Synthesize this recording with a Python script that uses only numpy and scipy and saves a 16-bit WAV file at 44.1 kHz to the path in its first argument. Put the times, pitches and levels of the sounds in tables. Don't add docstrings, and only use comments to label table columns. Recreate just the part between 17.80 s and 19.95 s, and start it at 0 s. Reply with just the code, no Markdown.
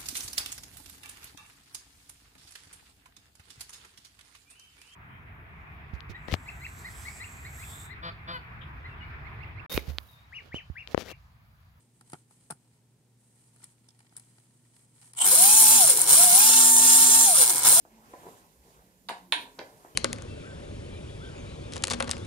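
import sys
import numpy as np
from scipy import signal
from scipy.fft import rfft, irfft, next_fast_len
from scipy.io import wavfile
from scipy.ndimage import uniform_filter1d

SR = 44100
rng = np.random.default_rng(int(sys.argv[2]) if len(sys.argv) > 2 else 0)


def to_wav(sig):
    pcm = np.clip(np.atleast_2d(sig), -1, 1) * 32767
    pcm = np.round(pcm).astype(np.int16)
    wavfile.write(sys.argv[1], SR, pcm.T)


def invert_db(x):
    u = np.asarray(x, float) / 20
    return 10 ** u


N = 94859

# [t/s, level/dB, favoured f/Hz, focus/(dB per octave squared)]
GRAZE_HITS = [(1.2872, -25.5, 4730, 38), (1.2869, -34, 840, 19), (1.2910, -32.5, 9200, 40),
              (1.2912, -22.5, 2150, 14.5), (1.2925, -42, 800, 4.5), (1.2938, -37, 4270, 23.5),
              (1.2965, -44.5, 6800, 40), (1.2966, -24, 1000, 5.5), (1.2980, -48, 9900, 30),
              (1.2990, -35.5, 3700, 15), (1.3120, -32.5, 800, -2.5)]
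CRACK_HITS = [
    (1.5230, -7.5, 3500, 0.89),
    (1.5237, -18.5, 2100, 5),
    (1.5275, -23.5, 960, 28),
]
DROP_HITS = [(1.7870, -35.5, 800, 6.9), (1.7890, -44, 3300, 25), (1.7908, -30, 4900, 23),
             (1.7911, -32.5, 580, 6), (1.7924, -33, 1917, 15.5), (1.7955, -47.5, 5000, 15),
             (1.7958, -39, 1800, 22), (1.7962, -31, 470, 10.5), (1.8000, -51, 1800, 7.3),
             (1.8030, -47, 1800, 5.6), (1.8145, -36, 550, 2.8)]
BOARD_THUDS = [(.3355, -33, 700, 3), (.3392, -35, 600, 3), (.4647, -33, 450, 3), (.484, -42, 800, 5),
               (2.057, -52, 2000, 4), (.285, -55, 670, 4), (.849, -55, 150, 3), (.864, -55, 150, 3),
               (.879, -54, 550, 3)]
SOLE_TAPS = [
    (.0510, -43, 780, 2.8),
    (.0570, -55, 604, 2),
    (.0850, -66, 600, 3),
    (.4325, -46, 600, 2),
    (2.0482, -38, 484, 3),
]
# [t/s, level/dB, t60/ms]
SNAPS = [
    (1.2912, -42, 25),
    (1.2977, -52, 90),
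    (1.5232, -38, 60),
    (1.790, -55, 30),
]

# [f/Hz, width/Hz, level/dB]
CUP_MODES = [(222, 110, 10), (367, 150, 3.5), (478, 194, 1.5), (714, 170, 4.5), (834, 157, 2),
             (992, 200, 5), (1580, 200, -10.5), (2150, 730, -2), (2900, 250, -13.5), (3700, 360, -12),
             (4440, 810, -9.5), (6800, 1700, -8), (8750, 1140, -14), (10130, 500, -18.5)]
HANDLE_MODES = [(480, 190, -5), (702, 98, -15), (946, 69, -9.5), (1036, 145, -8.5), (1510, 246, -5.5),
                (1757, 182, -4), (2185, 255, 0.5), (2440, 430, 5), (3170, 850, 8), (3700, 316, 8.5),
                (4080, 380, 0.5), (4496, 535, 0), (6700, 2500, 5.5), (9580, 660, 0.5)]
BALL_MODES = [(200, 180, -16), (350, 194, 4.5), (550, 170, 1), (800, 185, -4.5), (1000, 175, 0.5),
              (1560, 256, -4.5), (1800, 520, 1.5), (2150, 1200, 8.5), (3300, 710, 2), (3980, 790, 1.5),
              (4900, 660, -2), (6020, 1050, -2), (9600, 1700, -18)]
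BOARD_MODES = [(151, 160, 8), (401, 99, 7), (550, 250, -22), (674, 79, 6), (790, 840, -29.5),
               (974, 41, -0.5), (1800, 250, -1.5), (2310, 470, -10)]
SOLE_MODES = [(334, 140, -8.5), (654, 320, 2), (1120, 480, -5), (1670, 440, -12), (2680, 450, -14)]

# [middle t/s, length/s, f/Hz, level/dB]
FAINT_TONES = [(-0.5, 0.26, 1063, -64), (-0.5, 0.079, 219.2, -61.5), (0.2, 0.13, 219, -58.5),
               (0.7, 0.048, 165, -64), (0.9, 0.33, 189, -72.5), (1.47, 0.086, 183, -58),
               (1.3, 0.11, 184.3, -61), (1.6, 0.037, 224, -57.5), (1.7, 0.35, 267.3, -63.5),
               (1.5, 0.083, 350, -63), (1, 0.037, 55, -53), (0.8, 0.05, 60, -56),
               (1.57, 0.029, 300, -52), (5, 0.04, 60, -73), (-2, 0.021, 75, -63.5),
               (1.6, 0.023, 270, -59.5), (2.5, 0.024, 130, -64), (1.72, 0.036, 420, -60.5),
               (.3, .7, 48, -74), (0.5, .7, 48, -75.5)]
# [t/s, level/dB]
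BODY_MOVES = [(0.0, -109), (0.11, -68.5), (0.299, -59.5), (0.4, -56.5), (0.48, -55), (0.56, -60.5),
              (0.66, -65.5), (0.78, -71.5), (0.9, -62.5), (1.05, -66.5), (1.31, -79.5), (1.38, -59),
              (1.51, -73), (1.619, -52), (1.73, -65.5), (1.83, -61), (2.15, -61)]
# [t/s, level/dB]
SLEEVE_SWISHES = [(0, -86), (0.249, -85), (.45, -59.5), (.6, -63), (.74, -76), (.9, -65), (1.2, -89),
                  (1.75, -64.5), (2.15, -69.5)]

# [f/Hz, level/dB]
CLOTH_COLOUR = [(40, -9.5), (150, -4), (400, -5), (800, -6.5), (1300, -10.5), (2500, -18.5), (5000, -25),
                (15500, -28)]
SLEEVE_COLOUR = [(1000, -1), (2000, -21), (4000, 12), (8000, 14.5), (15500, 6)]
HOUSE_COLOUR = [(25, 12), (48, 12.5), (70, -1), (180, 2.5), (500, -7), (1000, -14), (2500, -16.5),
                (15500, -15.5)]

# [f/Hz, t60/s, level/dB]
ROOM_DECAY = [(196, 1, -17), (483, 0.3, 0.5), (1000, 0.38, -0.5), (1940, 0.27, 5.5), (3930, 0.28, 0.5),
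              (7450, 0.27, 6), (13600, 0.25, -2)]
# [delay/ms, level/dB]
WALL_ECHOES = [(4.2, -27), (5.8, -28), (8.0, -23), (10.2, -26.5), (13.8, -23.5), (22, -34)]
# [f/Hz, shared power fraction]
PORT_LIKENESS = [(35, 0.97), (70, 0.63), (300, 0.92), (700, 0.63), (1400, 0.92), (3000, 0.14),
                 (15000, 0.017)]
# [f/Hz, delay/ms]
RIGHT_PORT_LAG = [(60, 0.32), (500, 0.026), (850, 0.014), (1200, 0.45), (3000, 0.39)]
# [f/Hz, left minus right/dB]
BODY_SHADE = [(60, -1), (110, -4), (200, -3), (380, 0), (700, 3), (1290, -3.5), (2380, -1), (4400, -5.5),
              (8120, -12.5), (15000, -4.5)]
# [f/Hz, left minus right/dB]
DIRECT_SHADE = [(500, 0), (1000, -3), (1300, 21.5), (1800, -6), (2700, -10.5), (4300, -12), (6000, -15),
                (12000, -8.5)]


def toy():
    graze = knock(GRAZE_HITS, CUP_MODES, wet_db=0.93, lag=0.2, dull_hz=10000)
    crack = knock(CRACK_HITS, HANDLE_MODES, wet_db=2.5, lag=0.03, dull_hz=9300)
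    drop = knock(DROP_HITS, BALL_MODES, wet_db=3.36, lag=0.07, dull_hz=3000)
    return graze + crack + drop


def knock(contacts, modes, wet_db, lag, dull_hz):
    rise_cycles, rise_ms, room_db = 0.35, 0.17, 1
    length = 2048
    dry = np.zeros(N + length)
    hz, width, db = np.array(modes, float).T[:, :, None]
    sign = (-1.0) ** np.arange(len(hz))[:, None]
    luck = rng.standard_normal((len(contacts), 2 * len(modes)))
    for (s, level_db, near_hz, focus_db), r in zip(contacts, luck):
        i = int(s * SR)
        t = np.maximum(np.arange(length) - (s * SR - i), 0) / SR
        weight = invert_db(db + r[::2, None] - abs(focus_db) * np.log2(hz / near_hz) ** 2)
        rise = (1 - np.exp(-t / (rise_cycles / hz + rise_ms / 1000))) ** 2
        shape = np.exp(-np.pi * width * t) * rise
        tone = np.sin(2 * np.pi * hz * (1 + 0.01 * r[1::2, None]) * t)
        hit = np.sum(weight * sign * shape * tone, 0)
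        dry[i:i + length] += invert_db(level_db) * hit / np.abs(hit).max()
    dry = dry[:N]
    far = signal.lfilter(*signal.butter(1, dull_hz, fs=SR), dry)
    direct = ports(dry, shadow=0.77, lag=lag, shade=DIRECT_SHADE)
    reverb = signal.fftconvolve(far[None], room(), axes=1)[:, :N]
    return direct + invert_db(room_db + wet_db) * reverb


def splinters():
    t = np.arange(N) / SR
    env = sum(invert_db(db - 60000 * np.maximum(t - s, 0) / ms) * (t > s) for s, db, ms in SNAPS)
    bright = signal.butter(2, 8100, "high", fs=SR, output="sos")
    hiss = signal.sosfilt(bright, rng.standard_normal((3, N)))
    return ports(*(env * hiss))


def feet():
    thuds = knock(BOARD_THUDS, BOARD_MODES, wet_db=0.51, lag=0.8, dull_hz=2980)
    taps = knock(SOLE_TAPS, SOLE_MODES, wet_db=3, lag=0.91, dull_hz=3000)
    return thuds + taps


def rustle():
    grains_per_s, grain_spread_db, cloth_db, sleeve_db = 4000, 9, 2, -3.5
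    struck = rng.random((3, N)) < grains_per_s / SR
    grains = struck * invert_db(grain_spread_db * np.minimum(rng.exponential(size=(3, N)), 2.5))
    src = rng.standard_normal((3, N)) * (1.9 + uniform_filter1d(grains, size=64) * 1.4)
    t = np.arange(N) / SR
    move = np.interp(t, *np.array(BODY_MOVES).T)
    swish = np.interp(t, *np.array(SLEEVE_SWISHES).T)
    cloth = ports(*bands(CLOTH_COLOUR, 1, 2.58, src)) * invert_db(cloth_db + move)
    sleeves = ports(*bands(SLEEVE_COLOUR, 0.46, 2.4, src[:, ::-1])) * invert_db(swish + sleeve_db)
    return cloth + sleeves


def hums():
    t, out = np.arange(N) / SR, 0
    for s, length, hz, db in FAINT_TONES:
        phase = 2 * np.pi * np.cumsum(hz * (1 + 0.0131 * walk(27.6))) / SR
        swell = np.exp(-((t - s) / length) ** 2 * 2)
        out = out + invert_db(db + 2 * walk(28.0)) * swell * np.sin(phase)
    return ports(out)


def house():
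    return invert_db(-62) * ports(*bands(HOUSE_COLOUR, 0.73, 1.0, rng.standard_normal((3, N))))


def room():
    n, build_ms = 2 ** 15, 0.86
    t = np.arange(n) / SR
    octave = np.log2(np.maximum(np.fft.rfftfreq(n, 1 / SR), 1))
    spec = rfft(ports(*rng.standard_normal((3, n)), shadow=1.08))
    centres, tail = np.log2(np.array(ROOM_DECAY)[:, 0]), 0
    for k, (hz, t60, db) in enumerate(ROOM_DECAY):
        part = irfft(spec * np.interp(octave, centres, np.arange(len(ROOM_DECAY)) == k), n)
        tail = tail + part * invert_db(db - 60 * t / t60)
    tail = tail * (1 - np.exp(-t * 1000 / build_ms)) ** 2
    delay_ms, echo_db = np.array(WALL_ECHOES).T
    first = np.zeros(n)
    first[(delay_ms * SR / 1000).astype(int)] = invert_db(echo_db)
    early = ports(first, shadow=1.5, lag=0.094, shade=DIRECT_SHADE)
    return tail / np.sqrt(np.sum(tail ** 2) / 2) + early


def ports(common, left=None, right=None, shadow=0.69, lag=0.96, shade=BODY_SHADE):
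    n = len(common)
    delay_s = lag * on_log(RIGHT_PORT_LAG, n) / 1000
    late = np.exp(-2j * np.pi * np.fft.rfftfreq(n, 1 / SR) * delay_s)
    lean = invert_db(shadow * on_log(shade, n) / 2)
    shared = rfft(common)
    pair = np.array([shared, shared * late])
    if left is not None:
        alike = np.clip(on_log(PORT_LIKENESS, n), 0, 1)
        pair = np.sqrt(alike) * pair + np.sqrt(1 - alike) * rfft(np.array([left, right]))
    return irfft(pair * np.array([lean, 1 / lean]), n)


def bands(table, wander_db, flicker_db, src):
    n = next_fast_len(N)
    octave = np.log2(np.maximum(np.fft.rfftfreq(n, 1 / SR), 1))
    spec, out = rfft(src, n) * invert_db(on_log(table, n)), 0
    for k in range(21):
        window = np.clip(1 - 2 * abs(octave - np.log2(20) - k / 2), 0, 1)
        part = irfft(spec * window, n)[:, :N]
        out = out + part * invert_db(wander_db * walk(0.89) + flicker_db * walk(26))
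    return unit(out)


def walk(rate):
    k = int(SR / rate)
    return unit(uniform_filter1d(uniform_filter1d(rng.standard_normal(N), k), k))


def unit(x):
    return x / np.sqrt(np.mean(x ** 2))


def on_log(table, n, col=1):
    t = np.array(table, float)
    f = np.maximum(np.fft.rfftfreq(n, 1 / SR), 1)
    return np.interp(np.log(f), np.log(t[:, 0]), t[:, col])


def scene():
    return toy() + splinters() + feet() + rustle() + hums() + house()


def top_cut(x):
    return signal.sosfilt(signal.butter(12, 16700, fs=SR, output="sos"), x)


def record(dry):
    f = np.fft.rfftfreq(N, 1 / SR)
    peak_db = 7.5 * np.exp(-((f - 11370) / 130.0) ** 2)
    notch_db = -3 * np.exp(-((f - 8200) / 220.0) ** 2)
    top_db = -36 * np.clip((f - 15600) / 100, 0, 1)
    bass = 1 / (1 + (51.0 / np.maximum(f, 1)) ** 4)
    mix = irfft(rfft(dry) * invert_db(peak_db + notch_db + top_db) * bass, N)
    return top_cut(mix)


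dry = scene()
out = record(dry)
to_wav(out)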